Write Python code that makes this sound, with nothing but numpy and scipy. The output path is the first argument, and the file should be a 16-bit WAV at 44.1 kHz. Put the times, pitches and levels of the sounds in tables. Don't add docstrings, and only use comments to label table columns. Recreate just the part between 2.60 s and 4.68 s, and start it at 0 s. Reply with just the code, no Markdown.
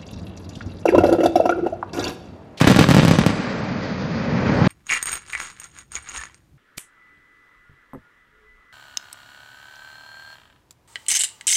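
import sys
import numpy as np
from scipy import signal
from scipy.io import wavfile

SR = 44100
rng = np.random.default_rng(int(sys.argv[2]) if len(sys.argv) > 2 else 0)


def to_wav(s):
    ch = np.atleast_2d(s).T
    pcm = np.round(np.clip(ch, -1, 1) * 32767)
    wavfile.write(sys.argv[1], SR, pcm.astype(np.int16))


def invert_db(level):
    return 10 ** (np.asarray(level, dtype=float) / 20)


N = 91551

# start in seconds, level in dB.
BLASTS = [(0.0132, 1.9), (0.073, 5), (0.076, 4.5), (0.0996, 1), (0.1035, -1.5), (0.1153, -1), (0.1624, 1),
          (0.19, 4.5), (0.1927, 4), (0.2107, 2.8), (0.2886, 1.5), (0.304, -3), (0.3115, 1.7), (0.3461, 1),
          (0.3666, 3), (0.3826, -0.5), (0.3884, 0), (0.4325, -1), (0.4502, -0.6), (0.4813, 0.2),
          (0.5115, 2.5), (0.5874, 1.5), (0.6638, 1.9)]
# start in seconds, level in dB, sharpness of the edge in dB.
SLAPS = [(0.0205, -3.5, -13), (0.0434, 3, 3), (0.0703, -3.5, 9.5), (0.1084, 0.5, -8), (0.1231, -3, -1),
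         (0.1251, -1.5, 3), (0.1461, -2.5, 6), (0.1724, -8.5, 5), (0.1864, -1, 1), (0.2242, -2, 5),
         (0.241, -1.5, 9), (0.2667, -6.5, 3), (0.3187, -4.5, -9), (0.3395, -6, 9.5), (0.3757, -3, -10),
         (0.396, 2, 2), (0.41, -7.5, -10), (0.419, -4.3, 1), (0.4276, -5.5, -15), (0.474, -2.5, 0),
         (0.4936, -4.5, -10), (0.5353, -1.5, -5.5), (0.555, -5.5, 1.5), (0.61, -8.5, -13),
         (0.6151, -4.5, 3.5), (0.637, -12, 11), (0.6931, -5, -11), (0.7035, -8, -15.5), (0.714, -15, -9.0)]
# time in seconds, level in dB, brightness in dB per octave.
THUNDER = [(0, -28.5, 6), (.3, -24, -3.5), (.6, -21, -1.5), (.8, -24, 1.56), (.95, -24.5, 1),
           (1.1, -24.5, 0.4), (1.449, -25.5, -0.2), (1.6, -23.5, 0.1), (1.75, -20.5, -0.13),
           (1.88, -18, 0.12), (1.96, -16.5, -0.5), (2.03, -16, -0.5), (2.067, -15.5, 1)]

GRAINS_PER_S, GRAIN_SHARE = 1400, 0.75


def rms_one(x):
    return x / np.sqrt(np.mean(x ** 2) + 1e-20)


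def butter(x, hz, kind, order=2):
    return signal.sosfilt(signal.butter(order, hz, kind, fs=SR, output="sos"), x)


def train(s, db):
    out = np.zeros(N)
    np.add.at(out, (np.asarray(s) * SR).astype(int), invert_db(np.asarray(db)))
    return out


def drift(rate_hz):
    r = np.exp(-2 * np.pi * rate_hz / SR)
    wander = signal.lfilter([1], [1, -2 * r, r * r], rng.standard_normal(N + SR))
    return rms_one(wander[SR:])


def random_sizes(spread_db):
    return invert_db(spread_db * np.minimum(rng.exponential(1, N), 4))


def coloured(spectrum, tilt_db, patchy_db, grain=0):
    together = drift(14)
    edges = 25 * 2 ** (np.arange(29) / 3)
    hz, db = np.transpose(spectrum)
    white = rng.standard_normal((2, N))
    sizes = random_sizes(4.0) * rng.choice([-1, 1], N)
    grains = rms_one(sizes * (rng.random(N) < GRAINS_PER_S / SR))
    white = np.sqrt(1 - grain) * white + np.sqrt(grain) * grains
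    out = 0
    for k, (low, high) in enumerate(zip(edges, edges[1:])):
        mid = np.sqrt(low * high)
        level = np.interp(np.log(mid), np.log(hz), db) + tilt_db * np.log2(mid / 300)
        flicker = patchy_db * (together + 0.65 * drift(8.7))
        out = out + invert_db(level + flicker) * butter(white[k % 2], [low, high], "band")
    return rms_one(out)


def blast_wave():
    # delay in seconds, share, rise in seconds, stretch in time.
    bounces = [
        (.0035, 0.43, 0.0002, 3.7),
        (.011, 0.25, 0.0012, 0.64),
    ]
    push_s, fall = 0.0013, 0.45
    low_cut_hz, low_cut_q = 141.2, 2.51
    t = np.arange(int(0.06 * SR)) / SR
    wave = 0
    for lag, share, rise, stretch in [(0, 1, 1e-6, 1), *bounces]:
        u = np.maximum(t - lag, 0) + 1e-6 * (lag == 0)
        pushes = u / push_s / stretch
        wave = wave - share * np.minimum(u / rise, 1) * (1 - pushes) * np.exp(-fall * pushes)
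    w = 2 * np.pi * low_cut_hz / SR
    c, a = np.cos(w), np.sin(w) / 2 / low_cut_q
    return signal.lfilter([(1 + c) / 2, -1 - c, (1 + c) / 2], [1 + a, -2 * c, 1 - a], wave)


def heard(clicks):
    return signal.fftconvolve(clicks, blast_wave())[:N]


def thunder_course():
    s, db, tilt = np.transpose(THUNDER)
    t = np.arange(N) / SR
    return np.interp(t, s, db), np.interp(t, s, tilt)


def thunder():
    # frequency in Hz, level in dB.
    roll_colour = [(30, -25.5), (100, -6.5), (220, -3), (355, -16), (515, -10.5), (700, -18.5),
                   (2100, -21.5), (3200, -34.5)]
    far_per_s, far_cut_hz, far_db = 200, 1300, -8
    roll_cut_hz, roll_db = 2860, 1.5
    db, tilt = thunder_course()
    far_clicks = random_sizes(2.0) * (rng.random(N) < far_per_s / SR)
    far = butter(heard(far_clicks), far_cut_hz, "low", order=4)
    roll = butter(coloured(roll_colour, tilt, 0, GRAIN_SHARE / 2), roll_cut_hz, "low")
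    return invert_db(db) * (invert_db(roll_db) * roll + invert_db(far_db) * rms_one(far))


def stars():
    # frequency in Hz, level in dB per Hz.
    hiss_colour = [(1500, -8), (3000, -1.5), (4500, 3.5), (6000, -8), (7500, -16.5), (10000, -25),
                   (15000, -48)]
    hiss_db, follow = -46, 0.4
    db, _ = thunder_course()
    hiss = butter(coloured(hiss_colour, 0, patchy_db=1.5), [1500, 7700], "band", order=3)
    return invert_db(hiss_db + follow * (db - db.min())) * hiss


def blasts():
    dulled = [.103, .388, .433]
    front_hz, dull_db = 4500, -19
    s, db = np.transpose(BLASTS)
    far = np.abs(s[:, None] - dulled).min(axis=1) < 0.002
    near = heard(train(s[~far], db[~far]))
    whole = heard(train(s[far], db[far]))
    soft = butter(whole, front_hz, "low")
    return near + soft + invert_db(dull_db) * (whole - soft)


def scatter(clicks):
    # frequency in Hz, level in dB.
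    scatter_colour = [(400, -4.5), (800, -10.5), (1700, -10.5), (3500, -14.5), (6500, -22), (10000, -36),
                      (15000, -38.5)]
    early_db = -22
    burst_db, lag_s, rise_s, burst_t60_s = -17.5, 0.0053, 0.0019, 0.036
    late_db, late_t60_s = -29, 0.53
    t = np.arange(SR) / SR
    u = np.maximum(t - lag_s, 0)
    fringe = invert_db(2 * early_db) * (u == 0)
    burst = invert_db(2 * burst_db - 120 * u / burst_t60_s) * (1 - np.exp(-u / rise_s))
    wash = invert_db(2 * late_db - 120 * t / late_t60_s)
    power = signal.fftconvolve(clicks ** 2, fringe + burst + wash)[:N]
    return np.sqrt(np.abs(power)) * coloured(scatter_colour, 0, 1.0, GRAIN_SHARE)


def slaps():
    cut_hz, edge_hz = 4300, 1100
    facet_s, facet_db = 0.001193, -7
    s, db, edge_db = np.transpose(SLAPS)
    draw = rng.random((len(s), 4))
    edges = train(s, db + edge_db - 4.0) - train(s, db - 6.5)
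    for k, sign in enumerate([-1, 1]):
        arrival = s + facet_s * (k + draw[:, k] + 0.31)
        level = db + edge_db + facet_db - 6 * draw[:, k + 2]
        edges = edges + sign * train(arrival, level)
    body = heard(train(s, db - 3.0))
    sharp = butter(heard(edges), edge_hz, "high")
    return butter(body + sharp, cut_hz, "low", order=4)


def barrage():
    # start in seconds, level in dB.
    far_blasts = [(1.7221, -10), (1.8304, -14.5), (1.878, -21), (1.8943, -3.5), (1.9185, -2.5),
                  (1.982, -32), (1.9872, -5.5), (2.0146, -4.0), (2.0207, -1), (2.0337, -4), (2.0433, -7.5),
                  (2.0584, -11.5), (2.071, -0.5)]
    clicks = train(*np.transpose(far_blasts))
    return invert_db(-3.5) * butter(heard(clicks), 1440, "low", order=3)


def crackle():
    snap_band = [1800, 4400]
    start_s, rise_s, level_db = 2.035, 0.025, -32
    rise = np.clip((np.arange(N) / SR - start_s) / rise_s, 0, 1)
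    snaps = rng.standard_normal(N) * (rng.random(N) < GRAINS_PER_S / SR)
    return invert_db(level_db) * rise * rms_one(butter(snaps, snap_band, "band", order=3))


def scene():
    direct = train(*np.transpose(BLASTS))
    echoes = train(*np.transpose(SLAPS)[:2])
    background = thunder() + stars()
    volley = blasts() + scatter(direct + 0.52 * echoes) + slaps()
    return (background + volley + barrage() + crackle())[None]


def starve(x):
    from_hz, band_hz = 7100, 380
    faint_db, under_db = -83, 52.25
    hz, _, z = signal.stft(x, SR, nperseg=2048)
    loudest = np.abs(z).max(axis=1, keepdims=True) ** 2
    bar = invert_db(2 * faint_db) + loudest * invert_db(-2 * under_db)
    for low in np.arange(from_hz, SR / 2, band_hz):
        band = (hz >= low) & (hz < low + band_hz)
        z[:, band] *= np.mean(np.abs(z[:, band]) ** 2, axis=1, keepdims=True) > bar
    return signal.istft(z, SR, nperseg=2048)[1][:, :N]


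def roll_off(x):
    return signal.sosfilt(signal.butter(12, 15920, fs=SR, output="sos"), x)


def record(dry):
    top, ceiling, end_s = 1.3, 0.96, 0.0015
    top_cut = signal.cheby2(12, 70, 16500, fs=SR, output="sos")
    x = signal.sosfilt(top_cut, butter(dry, 35, "high"))
    x = np.clip(top * np.tanh(x / top), -ceiling, ceiling)
    x = x * np.minimum(np.arange(N)[::-1] / SR / end_s, 1)
    x = starve(signal.sosfiltfilt(top_cut, x))
    return roll_off(x)


dry = scene()
out = record(dry)
to_wav(out)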